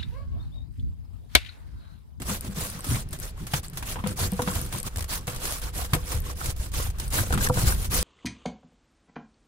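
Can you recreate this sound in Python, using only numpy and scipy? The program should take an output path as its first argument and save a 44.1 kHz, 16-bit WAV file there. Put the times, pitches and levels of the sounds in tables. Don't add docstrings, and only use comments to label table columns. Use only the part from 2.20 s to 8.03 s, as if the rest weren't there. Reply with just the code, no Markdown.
import sys
import numpy as np
from scipy import signal
from scipy.fft import rfft, irfft, next_fast_len
from scipy.io import wavfile
from scipy.ndimage import uniform_filter1d

SR = 44100
rng = np.random.default_rng(int(sys.argv[2]) if len(sys.argv) > 2 else 0)


def output_pcm(signal):
    pcm = np.clip(np.atleast_2d(signal).T, -1, 1) * 32767
    wavfile.write(sys.argv[1], SR, np.round(pcm).astype(np.int16))


def ratio(d):
    e = np.asarray(d, float) / 20
    return 10 ** e


N = 257103

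# pitch_hz, level_db [dB per Hz]
TEAR_COLOUR = [(880, -6.5), (1500, -7), (2450, -9.5), (4100, -6.5), (5600, -7), (10100, -5), (15000, -10.5),
               (17000, -17.5)]
# pitch_hz, level_db [dB per Hz]
SHEET_COLOUR = [(150, -59), (250, -0.5), (530, -23.5), (605, -8), (683, -9.5), (788, -8), (1210, -5),
                (1510, -6), (1820, -7.5), (3500, -11), (4550, -27), (7700, -120)]
# pitch_hz, level_db, t60_s
RIM_MODES = [(494, -10, .24), (520, -11, .07), (690, -2, .03), (754, -12, .06), (950, -4, .035),
             (1400, -8, .025)]


def evened(x):
    return x / np.sqrt(np.mean(x ** 2) + 1e-20)


def read(points, hz):
    f, value = np.transpose(points)
    return np.interp(np.log(hz + 1), np.log(f + 1), value)


def curves(rows):
    s, *columns = np.transpose(rows)
    return [np.interp(np.arange(N) / SR, s, column) for column in columns]


def add(mix, s, sound):
    part = mix[..., round(s * SR):][..., :sound.shape[-1]]
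    part += sound[..., :part.shape[-1]]


def sides(db):
    return ratio(np.array([db / 2, -db / 2]))


def ring(hz, t60, rise):
    t = np.arange(round(.3 * SR)) / SR
    return (1 - np.exp(-t / rise)) * ratio(-60 * t / t60) * np.sin(2 * np.pi * hz * t)


def ports(a, b, spectrum):
    # pitch_hz, likeness [0 to 1]
    likeness = [(60, 1), (180, 1), (550, 1), (1200, 0.4), (2500, 0.1), (4970, 0.063), (15000, 0.041)]
    # pitch_hz, lead_rad
    port_lead = [(250, -0.58), (550, -1.03), (1210, -1.5), (1980, -2.5), (4000, -2.5)]
    size = next_fast_len(N)
    hz = np.fft.rfftfreq(size, 1 / SR)
    same = np.clip(read(likeness, hz), 0, 1)
    one, two = rfft(a, size), rfft(b, size)
    wide = (1 - np.sqrt(1 - same ** 2)) / 2
    along, across = np.sqrt(1 - wide), np.sqrt(wide)
    turn = np.exp(.5j * read(port_lead, hz))
    left = (along * one + across * two) * turn
    right = (along * two + across * one) / turn
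    pair = np.array([left, right]) * ratio(read(spectrum, hz))
    return evened(irfft(pair, size)[:, :N])


def flicker(per_s, depth_db):
    width = max(int(SR / per_s), 1)
    lumps = uniform_filter1d(uniform_filter1d(rng.standard_normal(N), width), width)
    return ratio(depth_db * evened(lumps))


def crackle(spectrum, spread_db, shared):
    size = ratio(spread_db * np.minimum(rng.exponential(1, N), 4.5)) * shared
    left, right = size * rng.standard_normal((2, N))
    return ports(left, right, spectrum)


def patchy(x, depth_db, bins, frames):
    z = signal.stft(x, nperseg=256)[2]
    patches = uniform_filter1d(rng.standard_normal(z.shape[1:]), bins, 0)
    patches = evened(uniform_filter1d(patches, frames, 1))
    return evened(signal.istft(z * ratio(depth_db * patches), nperseg=256)[1][:, :N])


def drops(per_s, low_hz, high_hz, cycles, count):
    out = np.zeros((2, N))
    for hz in np.geomspace(low_hz, high_hz, count):
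        grain = ring(hz, cycles / hz, 0.5 / hz)[:2000]
        pair = sides(rng.normal(0, 12.3))[:, None] * rng.choice([-1, 1], (2, 1)) * grain
        for place, luck in rng.random((int(per_s / count * N / SR), 2)):
            size_db = 3.7 * min(-np.log(1 - luck), 3)
            add(out, place * N / SR, ratio(size_db) * pair)
    return evened(out)


def hand(bluntness):
    # touch_s, speeding_up_s, slowing_down_s, tearing_db
    pushes = [(.04, 0.067, 0.1, -34.5), (.338, 0.06, 0.15, -34.5), (.61, 0.12, 0.12, -35),
              (.972, 0.079, 0.074, -42), (1.287, 0.083, 0.042, -35.5), (1.64, 0.063, 0.068, -36),
              (1.955, 0.079, 0.063, -30.5), (2.23, 0.094, 0.09, -38), (2.3, 0.057, 0.16, -39.5),
              (2.872, 0.06, 0.072, -33), (3.195, 0.068, 0.08, -34), (3.27, 0.059, .1, -36.5),
              (3.523, 0.054, 0.11, -35.5), (3.832, 0.095, 0.093, -38), (4.142, 0.12, 0.083, -37),
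              (4.519, 0.057, .15, -35), (4.9, 0.076, 0.071, -27.5), (5.0, 0.038, 0.1, -39),
              (5.18, 0.079, 0.027, -28), (5.298, 0.12, 0.047, -30.5), (5.438, 0.055, 0.069, -27.5),
              (5.694, 0.06, 0.1, -27)]
    # touch_s, speeding_up_s, slowing_down_s, tearing_db
    drags = [(-.05, 0.041, 0.092, -49.5), (.172, 0.099, .02, -46.5), (.266, 0.063, 0.016, -51.5),
             (.484, 0.059, 0.11, -45.5), (.9, 0.042, 0.046, -47), (1.162, 0.019, 0.14, -52.5),
             (1.53, 0.042, 0.1, -50.5), (1.742, 0.02, 0.2, -54.5), (1.843, 0.061, 0.053, -43.5),
             (2.073, 0.049, .4, -49), (2.164, 0.033, 0.56, -46.5), (2.49, 0.083, 0.05, -40),
             (2.63, 0.048, 0.013, -38), (2.66, 0.1, 0.065, -56), (2.75, 0.032, 0.11, -47),
             (2.98, 0.02, 0.09, -55.5), (3.06, 0.038, 0.26, -45), (3.406, 0.03, 0.086, -39.5),
             (3.655, 0.1, .31, -48.5), (3.716, 0.03, 0.044, -42), (3.996, 0.11, 0.042, -42.5),
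             (4.64, 0.024, 0.029, -50), (4.72, 0.045, 0.045, -56), (4.775, 0.041, 0.1, -43),
             (5.09, 0.039, 0.077, -45), (5.03, 0.035, 0.067, -51), (5.54, 0.017, .06, -53)]
    # touch_s, speeding_up_s, slowing_down_s, tearing_db
    skims = [
        (1.428, 0.0068, 0.057, -44),
        (4.348, 0.085, 0.079, -43),
        (5.53, .1, 0.071, -38.5),
    ]
    body_slope, usual_db = 0.21, -41
    tear, body = np.zeros(N), np.zeros(N)
    t = np.arange(N) / SR
    for passes, body_db in (pushes, -6), (drags, -2), (skims, -10.5):
        for touch, rise, fall, db in passes:
            fastest, lift = touch + rise, touch + rise + fall
            now = slice(max(round(touch * SR), 0), round(lift * SR))
            arch = np.interp(t[now], [touch, fastest, lift], [0, np.pi / 2, np.pi])
            speed = np.sin(arch) ** bluntness
            sheet_db = db + body_db - body_slope * (db - usual_db)
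            tear[now] += (ratio(db) * speed) ** 2
            body[now] += (ratio(sheet_db) * speed) ** 2
    return np.sqrt(tear), np.sqrt(body)


def rasp():
    # time_s, left_right_db
    grater_lean = [(0, -0.5), (2, -.5), (3.5, -2), (4.5, -3), (5.1, 0.5), (5.83, 0.5)]
    # time_s, level_db
    free_rim = [(0, -3), (1.5, -19), (1.75, -11), (2.5, -8), (3.5, -4.5), (4.0, -1), (4.9, -6.5), (5.3, -5),
                (5.83, -2.5)]
    cut, press = hand(bluntness=1.335)
    rows = flicker(per_s=160, depth_db=.8) * flicker(per_s=45, depth_db=.8)

    snaps = crackle(TEAR_COLOUR, 1.8, rows * flicker(per_s=700, depth_db=1.2))
    tear = patchy(snaps, 2.14, bins=11, frames=5)
    tear = patchy(tear, 1.5, bins=2, frames=9)
    tear += ratio(-29.5) * drops(500, 3480, 13300, 53, count=14)

    body = patchy(crackle(SHEET_COLOUR, 1.9, rows), 2.9, bins=3, frames=5)
    body += ratio(-4.5) * drops(170, 640, 3200, 34, count=10)

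    rim = sum(ratio(db) * ring(hz, t60, 0.0029) for hz, db, t60 in RIM_MODES[:2])
    hum = signal.fftconvolve(press * body, rim[None] / np.linalg.norm(rim), axes=1)[:, :N]

    out = ratio(3.0) * cut * sides(*curves(grater_lean)) * tear
    out += ratio(-2.0) * press * body
    out += ratio(-0.5 + curves(free_rim)[0]) * hum
    out += ratio(-8.5) * press * drops(110, 589, 1220, 21, count=8)
    out += ratio(-12.0) * press * drops(120, 1240, 1740, 30, count=5)
    return out


def rumble():
    # time_s, level_db
    shaking = [(0.0, -36), (0.05, -37), (0.66, -42.5), (0.71, -35.5), (0.83, -39), (2.34, -38), (2.35, -33),
               (2.73, -40.5), (2.78, -36.5), (2.91, -37), (3.93, -34.5), (3.96, -24.5), (4.11, -35),
               (5.31, -26), (5.33, -31), (5.42, -24), (5.72, -30.5), (5.83, -19.5)]
    # time_s, level_db
    contact = [(0, 1.5), (.8, 6.5), (1.1, -0.5), (2, 6.5), (2.65, 2.5), (2.8, -0.5), (4.9, -4.5), (5.0, 2),
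               (5.3, 4.5), (5.83, -3.5)]
    # pitch_hz, level_db [dB per Hz]
    deep_colour = [(8.8, -27), (15, 2.5), (59, 7), (92, -0.5), (130, -16.5), (170, -11.5), (290, -120)]
    # pitch_hz, level_db [dB per Hz]
    shudder_colour = [(53, -14), (90, 3), (130, 1.5), (199, -6.5), (269, -13), (420, -15.5), (550, -94),
                      (920, -120)]
    shake = ratio(curves(shaking)[0])
    deep = sides(-0.5)[:, None] * ports(*rng.standard_normal((2, N)), deep_colour)
    lumps = flicker(per_s=25.6, depth_db=3.5)
    shudder = ports(*rng.standard_normal((2, N)) * lumps, shudder_colour)
    pressed = hand(bluntness=2.76)[1] ** 0.77
    swell = ratio(-9.5) * shake + ratio(-10) * pressed
    return ratio(-0.16) * shake * deep + swell * shudder * ratio(*curves(contact))


def yard():
    # pitch_hz, level_db [dB per Hz]
    air_colour = [(240, -45), (400, 0), (446, -0.5), (1890, -8), (2240, -10), (2340, -8.5), (4160, -13),
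                  (14000, -24.5), (16300, -39)]
    return ratio(-55.5) * ports(*rng.standard_normal((2, N)), air_colour)


def bites():
    # start_s, peak_db, low_part_db [relative]
    slaps = [(0.0183, -25, -6.5), (0.643, -21.5, -9), (1.267, -23.5, -10), (1.3352, -16, -0.5),
             (1.532, -34.5, -4), (1.572, -18.5, -12), (1.625, -25.5, -0.5), (1.839, -36, 10),
             (1.862, -41.5, 12), (2.124, -44, 6), (2.192, -41, 5), (2.275, -29, 8), (2.5249, -21, -7.5),
             (2.668, -26, -12), (1.757, -40, 10), (1.789, -41, 8), (3.0777, -23, 1), (3.6464, -22, -11),
             (3.7333, -11, -3), (3.9176, -18.5, -9.5), (4.538, -24.5, -3), (5.106, -39, 6),
             (5.1242, -17, -7), (5.146, -32.5, 6.5), (5.1762, -22, 1.5)]
    # start_s, peak_db
    snags = [(.133, -28), (.208, -38), (.247, -29), (.277, -29), (2.463, -30), (2.537, -29), (0.931, -21.5),
             (1.872, -18), (2.219, -15), (2.632, -30), (3.009, -38), (3.03, -49), (3.07, -20.5),
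             (3.098, -26), (3.146, -26), (3.161, -22), (3.253, -13.5), (3.322, -16), (3.417, -24),
             (3.437, -26), (4.258, -16), (4.301, -19.5), (4.363, -29), (4.4, -31), (4.416, -42),
             (4.701, -26.5), (4.785, -27), (2.354, -21), (2.435, -40), (5.652, -25), (3.8564, -31.5),
             (4.2077, -30), (4.517, -27.5), (4.799, -17.5), (4.905, -27), (5.286, -19), (5.295, -31),
             (5.341, -20), (5.3745, -23), (5.645, -20), (5.826, -13)]
    # start_s, peak_db
    skips = [(2.759, -17.5), (2.771, -24), (2.7838, -19), (2.793, -22), (2.807, -16.5), (2.8244, -19),
             (2.8422, -19.5), (1.768, -42), (1.8, -42), (5.106, -31), (5.118, -28), (5.138, -28)]
    high, low = np.zeros(N), np.zeros(N)
    t = np.arange(round(.15 * SR)) / SR
    # start s, peak dB, low part dB, t60 s
    rows = [(*slap, 0.092) for slap in slaps]
    rows += [(*snag, -23, 0.05) for snag in snags]
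    rows += [(*skip, -14, 0.028) for skip in skips]
    for s, db, low_db, t60 in rows:
        fall = ratio(db - 10.0 - 60 * t / t60) * (1 - np.exp(-t / 0.00035))
        add(high, s, fall)
        add(low, s, fall * ratio(low_db + 2.5))
    spread_db = 2.5
    return high * crackle(TEAR_COLOUR, spread_db, 1) + low * crackle(SHEET_COLOUR, spread_db, 1)


def bangles():
    # start_s, peak_db, lower_mode_hz, left_right_db
    clear_ticks = [(.0187, -36, 7900, -6), (0.209, -31.5, 9050, 7), (.5003, -33.5, 9100, 6),
                   (.607, -34.5, 8500, 0), (.7462, -38, 8450, -.5), (.8046, -35.5, 8900, 1),
                   (0.929, -31.5, 7920, -1), (.989, -36, 9050, 3), (1., -43, 8550, 18.5),
                   (1.872, -30, 9000, -5), (1.9093, -37, 8200, -2), (2.1188, -34, 9000, 9),
                   (2.4149, -30, 8980, 7), (2.5606, -33.5, 8140, 7), (2.583, -33, 9000, 4),
                   (2.5874, -30, 8900, 4), (2.601, -29.5, 8550, 5), (2.63, -33, 8300, 10.5),
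                   (2.772, -30, 7700, 2), (2.782, -36, 7300, -2), (2.806, -42, 9700, 2),
                   (3.397, -39, 9300, 5), (3.75, -29, 8600, 10), (3.754, -31, 8360, 3),
                   (3.95, -35, 9800, -2), (4.0028, -36, 11900, 10), (4.312, -37, 9790, -1),
                   (4.798, -29.5, 9030, -2), (5.144, -28.5, 8200, 4.5), (5.288, -33, 7950, 8)]
    # start_s, peak_db
    faint_ticks = [(.591, -41), (.642, -46), (.8134, -43), (.8889, -41), (.9088, -43), (1.483, -38),
                   (1.499, -39.5), (1.928, -37.5), (2.134, -37), (2.167, -37), (2.463, -38), (2.8235, -41),
                   (2.843, -48), (3.071, -43), (4.02, -41), (4.8796, -32), (4.886, -43), (4.903, -41)]
    out = np.zeros((2, N))
    faint = [(*row, rng.normal(8550, 580), 4) for row in faint_ticks]
    for s, db, hz, pan_db in [*clear_ticks, *faint]:
        upper_db = -11 + 0.79 * pan_db
        tick = ring(hz, .007, .0005) + .6 * ring(1.09 * hz, .006, .0004)
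        tick += ratio(upper_db + 2) * ring(1.36 * hz, .007, .0005)
        click = ring(.55 * hz, .003, .0001) + ring(1.65 * hz, .003, .0001)
        tick += ratio(-10) * click
        pair = np.array([tick, np.roll(tick, rng.integers(0, 6))])
        add(out, s, ratio(db + 13.5) * sides(pan_db)[:, None] * pair)
    return out


def plate_bumps():
    # start_s, peak_db, thud_hz, rim_ring_db [relative]
    bumps = [(0.083, -27.5, 206, -35), (0.286, -26.5, 194.4, -31), (0.372, -23.5, 166, -30),
             (0.469, -40, 188, -30), (.528, -42, 221, -30), (0.55, -30, 166, -30), (0.666, -27, 263, -22),
             (0.697, -21, 79, -32), (0.717, -25, 221, -20), (.905, -29, 152, -23), (1.223, -36, 308, -30),
             (1.244, -43, 285, -30), (1.335, -15, 141.4, -38), (2.197, -23, 265, -20),
             (2.22, -24, 243, -12), (5.299, -22, 242, -20), (5.317, -15, 122, -23),
             (1.527, -30.5, 154, -26), (1.757, -38.5, 153, 18), (1.839, -20, 198, -3),
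             (1.862, -21.5, 156, 10), (1.999, -29, 80.5, 12), (2.124, -17.5, 190.5, -3),
             (2.193, -20, 105, 15), (2.274, -19, 188.5, 4), (2.359, -21, 79, 3),
             (2.541, -28.5, 82.5, -29.5), (2.555, -29.5, 198.5, -24), (2.767, -20, 80.5, -25),
             (2.78, -26, 118, 2), (2.812, -19, 69.6, -29), (3.078, -18, 120, 1.5), (3.732, -5.5, 118, -34),
             (3.746, -18.5, 131, 2), (3.765, -22, 150, 5), (3.944, -17.5, 81.4, -3),
             (3.972, -25, 86.7, -22), (0.104, -23.5, 201.5, -30), (.245, -31, 247, -22),
             (4.943, -29, 103, 3), (5.068, -37, 101, 6), (5.125, -38, 101, -4), (5.138, -32, 100, 9),
             (5.371, -23, 100, 10.5), (5.105, -18, 81, 4), (5.174, -23, 196.3, -17),
             (5.298, -10.5, 129, 7.5), (5.754, -26, 77, 5)]
    # pitch_hz, t60_s
    thud_decay = [(80, 0.12), (119, 0.039), (152, 0.081), (200, 0.13), (260, 0.042)]
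    rim_alike = np.array([9, 9, 9, 1, 1, 0])
    out = np.zeros((2, N))
    for s, db, hz, rim_db in bumps:
        luck = rng.standard_normal((2, len(RIM_MODES)))
        t60 = read(thud_decay, hz)
        modes = np.array([ratio(mode_db) * ring(mode_hz * (1 + 0.015 * drift), mode_t60, 0.00069)
                          for (mode_hz, mode_db, mode_t60), drift in zip(RIM_MODES, luck[0])])
        gains = ratio(0.85 * luck) * np.sign(luck + rim_alike)
        rim = gains @ modes
        thud = ring(hz, t60, 0.0033) + ratio(-16.5) * ring(2.5 * hz, 1.11 * t60, 0.015)
        thud = thud * sides(1.7 * luck[1, 0])[:, None]
        add(out, s, ratio(db + 2.5) * (ratio(rim_db - 14.0) * rim - thud))
    return out


def pitched_pops():
    # start_s, peak_db, pitch_hz
    pops = [(3.733, -29, 3360), (3.734, -30, 4600), (3.735, -26, 2250), (1.336, -21, 850),
            (1.338, -28, 3030), (1.339, -27, 5100), (1.863, -28, 766), (1.87, -38, 1900),
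            (2.195, -32, 1900), (3.75, -22, 310), (.095, -30, 1240), (2.193, -35, 1000),
            (2.197, -27.5, 1490), (2.203, -22, 845), (2.221, -35, 990), (2.275, -23, 1250),
            (2.285, -23, 970), (2.526, -42, 950), (3.59, -29, 720), (3.62, -30.5, 720), (5.299, -21, 1190),
            (5.306, -21, 840), (.645, -44, 1010), (1.758, -42, 970), (1.762, -36, 1610), (1.768, -28, 890),
            (1.783, -32, 950), (1.789, -31, 1030), (1.798, -35, 1000), (1.804, -35, 1150),
            (1.839, -29, 1000), (3.75, -32, 1010), (3.737, -21, 1910), (3.742, -28, 1650),
            (5.106, -29, 1520), (5.226, -37, 1500), (5.382, -26, 1480), (2.301, -26, 1360),
            (2.548, -30, 990), (4.213, -25, 1340), (.245, -45, 800), (5.033, -27, 560), (5.07, -33, 520),
            (1.99, -29, 880), (2.0, -34, 620), (3.437, -41, 1080), (4.262, -38, 606), (4.398, -38, 1650),
            (4.6, -28, 500), (4.665, -34, 800), (4.967, -30, 1490), (4.987, -17, 1620), (5.125, -21, 1520),
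            (5.138, -18.5, 1390), (5.175, -24, 1270), (5.209, -23, 1590), (5.246, -36, 1050),
            (5.248, -28, 1640), (5.271, -17, 1730), (5.371, -23, 1550), (5.477, -20, 1540),
            (5.523, -21, 1550)]
    out = np.zeros((2, N))
    for s, db, hz in pops:
        pop = ring(hz, .02, 0.0005) + .5 * ring(0.63 * hz, .02, 0.0024)
        pop = ratio(db + 4.5) * pop
        add(out, s, np.array([pop, np.roll(pop, 11)]))
    return out


def hand_jolts():
    # start_s, peak_db, pitch_hz
    jolts = [(0.921, -26, 60), (1.386, -26.5, 69.4), (0.122, -23, 110), (0.759, -26, 75), (2.046, -21, 85),
             (2.075, -23, 70), (4.286, -17, 75.4), (4.398, -20, 59.6), (4.588, -19.5, 95), (4.61, -34, 70),
             (4.649, -21, 70.4), (4.69, -19, 60), (5.032, -33, 50), (5.125, -21, 90), (5.436, -14.5, 80.6),
             (5.472, -12, 70)]
    out = np.zeros((2, N))
    for s, db, hz in jolts:
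        lurch = ring(hz, 4.3 / hz, 0.0022)
        add(out, s, -ratio(db + 5.0) * lurch * sides(1.4)[:, None])
    return out


def walls(x, t60=0.1, wet_db=-16):
    t = np.arange(round(.2 * SR)) / SR
    signs = rng.choice([-1., 1.], (2, len(t)))
    sparse = (rng.random((2, len(t))) < .05) * (t > .002)
    taps = signs * sparse * ratio(-60 * t / t60)
    return x + ratio(wet_db) * signal.fftconvolve(x, taps / np.linalg.norm(taps[0]), axes=1)[:, :N]


def scene():
    hits = bites() + bangles() + plate_bumps() + pitched_pops() + hand_jolts()
    return rasp() + rumble() + yard() + walls(hits)


def band_limit(x):
    return signal.sosfilt(signal.butter(12, 16470, fs=SR, output="sos"), x)


def record(dry):
    edge = signal.firwin(1001, 15800, window=("kaiser", 7), fs=SR)
    limited = signal.oaconvolve(dry, edge[None], "same")
    leak = ratio(-38) * (dry - limited)
    return band_limit(limited + leak)


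dry = scene()
out = record(dry)
output_pcm(out)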